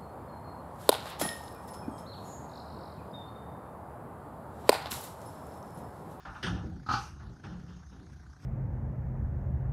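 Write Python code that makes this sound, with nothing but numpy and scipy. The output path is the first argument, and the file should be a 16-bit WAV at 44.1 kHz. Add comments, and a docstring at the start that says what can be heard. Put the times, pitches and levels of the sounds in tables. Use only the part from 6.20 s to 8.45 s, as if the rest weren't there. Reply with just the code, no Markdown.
"""A pig steps from a slatted ramp into a plank-floored trailer, close to a phone.
Hooves knock at once: noise cracks, ringing boards and the floor's boom. One short rattling grunt follows,
throat pulses ringing fixed resonances, then a swell of hiss, more knocks and two late hisses.
Hiss, from hoof and snout, is shaped noise. Behind it all lie a swelling low rumble of filtered noise
and an outdoor noise hush that throbs thirty times a second, with a short motor-like putt in each throb."""
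import sys
import numpy as np
from scipy import signal
from scipy.fft import rfft, irfft
from scipy.io import wavfile
from scipy.ndimage import uniform_filter1d

SR = 44100
rng = np.random.default_rng(int(sys.argv[2]) if len(sys.argv) > 2 else 0)


def digitize_waveform(pressure):
    """Quantize a signal to 16-bit integers and store it at the path in sys.argv[1].

    Rows of a 2-D input are taken as channels; values are limited to [-1, 1].
    """
    field = np.atleast_2d(pressure).T
    bounded = np.clip(field, -1, 1)
    quanta = np.round(bounded * 32767).astype(np.int16)
    wavfile.write(sys.argv[1], SR, quanta)


def amplitude_ratio(level_db):
    """Convert a level in decibels to the matching linear amplitude (field) ratio."""
    exponent = np.asarray(level_db, float) / 20
    return 10 ** exponent


N = 99225  # length in samples
THROB_PER_S = 30.0  # shared by the hush and the putts


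def evened(x):
    """Scales to rms 1."""
    return x / np.sqrt(np.mean(x ** 2) + 1e-20)


def read(points, hz):
    """Reads a table on a log-frequency axis."""
    f, value = np.transpose(points)
    return np.interp(np.log(hz + 1), np.log(f + 1), value)


def add(mix, s, sound):
    """Mixes a sound in at time s."""
    part = mix[max(round(s * SR), 0):][:len(sound)]
    part += sound[:len(part)]


def noise(spectrum, size, tilt_db=0, patchy_db=0):
    """Short-time spectra of coloured noise, tilted in dB per octave, with drifting patches."""
    hz = np.fft.rfftfreq(512, 1 / SR)
    real, imag, patches = rng.standard_normal((size // 128 + 5, 257, 3)).T
    patches = uniform_filter1d(patches, 8, 0)  # across frequency
    patches = evened(uniform_filter1d(patches, 20, 1))  # along time
    db = read(spectrum, hz) + tilt_db * np.log2((hz + 1) / 1000)
    return hz, (real + 1j * imag) * amplitude_ratio(db[:, None] + patchy_db * patches)


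def sound_of(z, size):
    """Back from short-time spectra to a waveform."""
    return signal.istft(z, nperseg=512, noverlap=384)[1][:size]


def burst(spectrum, rise_s, tilt_db=0):
    """Diffuse noise burst with a raised front, each band dying at its own rate."""
    # decay time over frequency: pitch_hz [Hz], t60_s [s]
    decay = [(500, 0.68), (1000, 0.54), (2000, 0.45), (4000, .35), (8000, 0.39), (13000, 0.32)]
    snap_db, snap_s = 2, 0.0096  # the front stands out
    t = np.arange(SR) / SR
    hz, z = noise(spectrum, SR, tilt_db, patchy_db=3.5)
    steady_level = np.std(sound_of(z, SR))
    frame_s = np.arange(z.shape[1]) * 128 / SR
    z = z * amplitude_ratio(-60 * frame_s / read(decay, hz)[:, None])
    front = (1 - np.exp(-t / rise_s)) * amplitude_ratio(snap_db * np.exp(-t / snap_s))
    return sound_of(z, SR) / steady_level * front


def free_ring(modes, t):
    """Sines that start together and decay exponentially, each by 60 dB in its t60."""
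    return sum(amplitude_ratio(db - 60 * t / t60) * np.sin(2 * np.pi * hz * t) for hz, db, t60 in modes)


def ring(modes, rise_s, drive_s):
    """Modes driven by one short rough push of noise, brought to a level near 1."""
    t = np.arange(SR) / SR
    push = rng.standard_normal(SR) * (1 - np.exp(-t / rise_s)) * np.exp(-t / drive_s)
    out = signal.fftconvolve(free_ring(modes, t), push / np.linalg.norm(push))[:SR]
    return out / np.sqrt(sum(amplitude_ratio(2 * db) for _, db, _ in modes) / 2)


def hooves():
    """Each knock cracks, rings the boards and swells into the floor's boom; soft steps lose the high modes."""
    # hoof knocks: start_s [s], crack_db [dB], boom_db [dB], hardness [dB per octave], rise_s [s]
    knocks = [(.0, -64, -78, 2, 0.0044), (.051, -42.5, -44, -5, 0.0018), (0.143, -50, -48.5, -3, .015),
              (0.227, -37, -28.5, 2.04, 0.0026), (.262, -42, -36.5, 0.5, 0.0035),
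              (0.292, -52, -30, -7, 0.0077), (0.344, -48, -41.5, -5, 0.019), (0.429, -59, -34, -9, 0.0033),
              (.503, -52, -41.5, -22, 0.013), (.55, -70, -47.5, -16, 0.011), (.995, -54, -44, -5.5, 0.0089),
              (1.234, -48.5, -36, -2.5, 0.0063), (1.079, -65.5, -46.5, -4.5, 0.0062),
              (1.301, -53.5, -39, -17, 0.0087), (1.381, -65, -41.5, 2.5, 0.019),
              (1.471, -59, -44.5, 2, 0.021), (1.71, -58, -44, -4.5, 0.013), (1.79, -84, -44.5, 5, 0.006)]
    # colour of the crack before the hardness tilt: pitch_hz [Hz], relative level [dB per Hz]
    crack_colour = [(300, -39), (420, -21), (612, -11.5), (867, -0.5), (1050, -3.5), (1430, 3), (1900, -8),
                    (2250, -11.5), (2800, -5.5), (3700, -8), (4600, -13), (5800, -11.5), (6700, -21),
                    (7200, -36.5), (9000, -25.5), (11500, -40), (15000, -64)]
    # board modes before the hardness tilt: pitch_hz [Hz], relative level_db [dB], t60_s [s]
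    board_modes = [(791, 10.5, 0.037), (851, -3, 0.059), (1418, 2, 0.21), (1732, 10, 0.042),
                   (2008, -15, 0.063), (2846, -1.5, 0.043), (3594, -7, 0.24), (4290, -6, 0.065),
                   (6000, -14, 0.072)]
    # trailer floor modes: pitch_hz [Hz], relative level_db [dB], t60_s [s]
    floor_modes = [(76, -26, 0.65), (112.6, -2.5, 0.17), (137, -2.5, 0.29), (177.3, 3, 0.26),
                   (213.5, 0.5, 0.13), (268.5, -7.5, 0.24), (310, -3.5, 0.14), (369.2, -11, 0.13),
                   (488, -16.5, 0.29)]
    board_db = 4  # over the crack
    boom_lag = 1.4  # boom rise over crack rise
    board_push_s, boom_push_s = 0.056, 0.058
    out = np.zeros(N)
    for s, crack_db, boom_db, hard_db, rise_s in knocks:
        tilted = [(hz, db + hard_db * np.log2(hz / 1400), t60) for hz, db, t60 in board_modes]
        crack = burst(crack_colour, rise_s, hard_db)
        boards = amplitude_ratio(board_db) * ring(tilted, rise_s, board_push_s)
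        boom = ring(floor_modes, boom_lag * rise_s, boom_push_s)
        add(out, s, amplitude_ratio(crack_db) * (crack + boards) + amplitude_ratio(boom_db) * boom)
    return out


def grunt():
    """Separate throat pulses ring fixed resonances, with breathy rasp, chest and the trailer walls' echo."""
    # pulses, mostly strong and weak in turn: start_s [s], level_db [dB], chest_db [dB], rasp_db [dB]
    pulses = [(0.663, -38.5, -44.5, -53), (.673, -49, -59, -68), (.688, -23, -38, -43.5),
              (.699, -26, -39, -49), (.711, -21, -34, -40), (.723, -48.5, -38, -37.5),
              (.737, -19.5, -32.5, -44), (.749, -34, -43.5, -57), (0.764, -38.5, -41.5, -51)]
    # throat resonances: pitch_hz [Hz], relative level_db [dB], t60_s [s]
    throat_modes = [(801, -9, 0.13), (853.7, -6.5, 0.16), (1035, -7.5, 0.056), (1147, -5.5, 0.064),
                    (1272, 7.5, 0.043), (1329, -3.5, 0.074), (1480, 0, 0.038), (1605, -8.5, 0.039),
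                    (1860, -19, 0.05), (2346, -28.5, 0.15), (2950, -33, 0.04), (4270, -13, 0.035),
                    (4860, -29, 0.057)]
    # chest resonances: pitch_hz [Hz], relative level_db [dB], t60_s [s]
    chest_modes = [(78, -17, .1), (120.2, 3, 0.18), (211.3, -6, 0.29), (254, 2, 0.033)]
    # colour of the breath in each pulse: pitch_hz [Hz], relative level [dB per Hz]
    rasp_colour = [(400, -13), (620, -28), (850, -9), (1290, -1), (1700, -15.5), (2100, -24.5),
                   (2750, -7.5), (3400, -15), (4700, -7), (5800, -17), (6700, -18), (7200, -31.5),
                   (12000, -39), (15000, -52)]
    pulse_rise_s, rasp_rise_s = 0.0029, 0.0035
    echo_db, echo_gap_s, echo_t60_s = -6, 0.014, 0.21
    out, t = np.zeros(N), np.arange(SR) / SR
    tone = free_ring(throat_modes, t) * (1 - np.exp(-t / pulse_rise_s)) / 1.11
    chest = free_ring(chest_modes, t)
    for s, db, chest_db, rasp_db in pulses:
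        rasp = burst(rasp_colour, rasp_rise_s)
        add(out, s, amplitude_ratio(db) * tone + amplitude_ratio(rasp_db) * rasp + amplitude_ratio(chest_db) * chest)
        walls = rng.standard_normal(SR) * amplitude_ratio(-60 * t / echo_t60_s)
        echo = signal.fftconvolve(tone, walls / np.linalg.norm(walls))[:SR]
        add(out, s + echo_gap_s, amplitude_ratio(db + echo_db) * echo)
    return out


def hisses():
    """Soft swells of hiss from sliding hoof and sniffing snout: coloured noise under bell-shaped envelopes."""
    # swells: peak_s [s], width_s [s, between the 1/e points], level_db [dB]
    swells = [(.16, 0.15, -65.5), (0.298, 0.13, -67), (0.828, 0.16, -54), (1.932, 0.029, -69),
              (2.27, 0.099, -58.5)]
    # colour of the hiss: pitch_hz [Hz], relative level [dB per Hz]
    colour = [(2500, -2), (4000, -13.5), (6200, -1), (7200, -16), (8500, -11), (11500, -18), (15000, -28)]
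    t = np.arange(N) / SR
    shape = sum(amplitude_ratio(db) * np.exp(-(2 * (t - s) / width) ** 2) for s, width, db in swells)
    return shape * evened(sound_of(noise(colour, N, patchy_db=2.5)[1], N))


def putts():
    """Short, nearly even putts, like a small motor some way off: a noise puff and a hollow ringing tick."""
    # colour of the puff: pitch_hz [Hz], relative level [dB per Hz]
    puff_colour = [(400, 18), (700, -27), (1100, -1), (1500, 20), (2000, -3.5), (2600, -11), (6500, -37.5),
                   (7000, -53), (12000, -39)]
    # modes of the tick before detuning: pitch_hz [Hz], relative level_db [dB], t60_s [s]
    tick_modes = [(793, -3.5, 0.09), (1240, -19, 0.037), (1543, -13.5, 0.069), (1940, -7.5, 0.033)]
    puff_db, tick_db, spread_db = -55, -61, 1.2  # the spread is from putt to putt
    early_s, rise_s, fall_s = 0.00284, 0.0011, 0.0063
    turns = THROB_PER_S * (np.arange(N) / SR + early_s)
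    since_s = turns % 1 / THROB_PER_S  # time since the putt began
    index = turns.astype(int)
    size = rng.standard_normal(100)[index]
    tune = rng.uniform(0.932, 0.95, (100, 4))[index].T  # lowers each mode afresh in every putt
    tick = sum(free_ring([(hz * c, db, t60)], since_s) for (hz, db, t60), c in zip(tick_modes, tune))
    puff = np.exp(-since_s / fall_s) * evened(sound_of(noise(puff_colour, N)[1], N))
    onset = amplitude_ratio(spread_db * size) * (1 - np.exp(-since_s / rise_s))
    return onset * (amplitude_ratio(puff_db) * puff + amplitude_ratio(tick_db) * tick)


def hush():
    """Outdoor hush: coloured noise whose level pulses evenly in narrow peaks."""
    # colour of the hush: pitch_hz [Hz], relative level [dB per Hz]
    colour = [(100, -20), (135, -10), (280, -11.5), (350, -20.5), (410, -34), (560, -28), (800, -25.5),
              (1150, -22.5), (1560, -28), (2100, -35), (2770, -40.5), (4040, -35.5), (5670, -33.5),
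              (6650, -34.5), (7000, -47.5), (10000, -47.5), (12500, -53.5), (15000, -70)]
    level_db, throb_db = -59.5, 3
    late_s, sharpness = 0.0013, 2.7  # a higher power narrows the peaks
    phase = 2 * np.pi * THROB_PER_S * (np.arange(N) / SR - late_s)
    beat = (0.5 + 0.5 * np.cos(phase)) ** sharpness
    air = sound_of(noise(colour, N, patchy_db=3.3)[1], N)
    return amplitude_ratio(level_db) * evened(amplitude_ratio(throb_db * beat) * air)


def rumble():
    """Lumpy low rumble of wind and the swaying trailer: low noise under a drawn swell."""
    # colour of the rumble: pitch_hz [Hz], relative level [dB per Hz]
    colour = [(15, -48), (25, -79), (36, -19.5), (65, -2.5), (119, -13), (140, -10), (180, -19),
              (310, -120)]
    # swell around the base level: time_s [s], level_db [dB]
    swell = [(0, -6.5), (.2, -5), (.33, 10), (.5, 7), (.62, -1.5), (.75, 3.5), (0.899, 2.5), (1.1, 5.5),
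             (1.18, -0.5), (1.3, -1), (1.6, -1), (1.9, -1.5), (2.0, -1), (2.25, -3)]
    base_db = -49.5
    hz = np.fft.rfftfreq(N, 1 / SR)
    spectrum = rfft(rng.standard_normal(N)) * amplitude_ratio(read(colour, hz)) * (hz < 300)
    s, db = np.transpose(swell)
    return amplitude_ratio(base_db + np.interp(np.arange(N) / SR, s, db)) * evened(irfft(spectrum, N))


def scene():
    """All sources, mono."""
    return (hooves() + grunt() + hisses() + putts() + hush() + rumble())[None]


def band_limit(x):
    """A steep low-pass at the top of the band."""
    return signal.sosfilt(signal.butter(12, 15580, fs=SR, output="sos"), x)


def record(dry):
    """The phone's band limits: a steep low cut and a steeper top cut."""
    low_cut = signal.butter(4, 42.5, "high", fs=SR, output="sos")  # Hz
    top_cut = signal.butter(10, 15000, fs=SR, output="sos")  # Hz
    mix = signal.sosfilt(np.vstack([low_cut, top_cut]), dry)
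    return band_limit(mix)


dry = scene()
out = record(dry)
digitize_waveform(out)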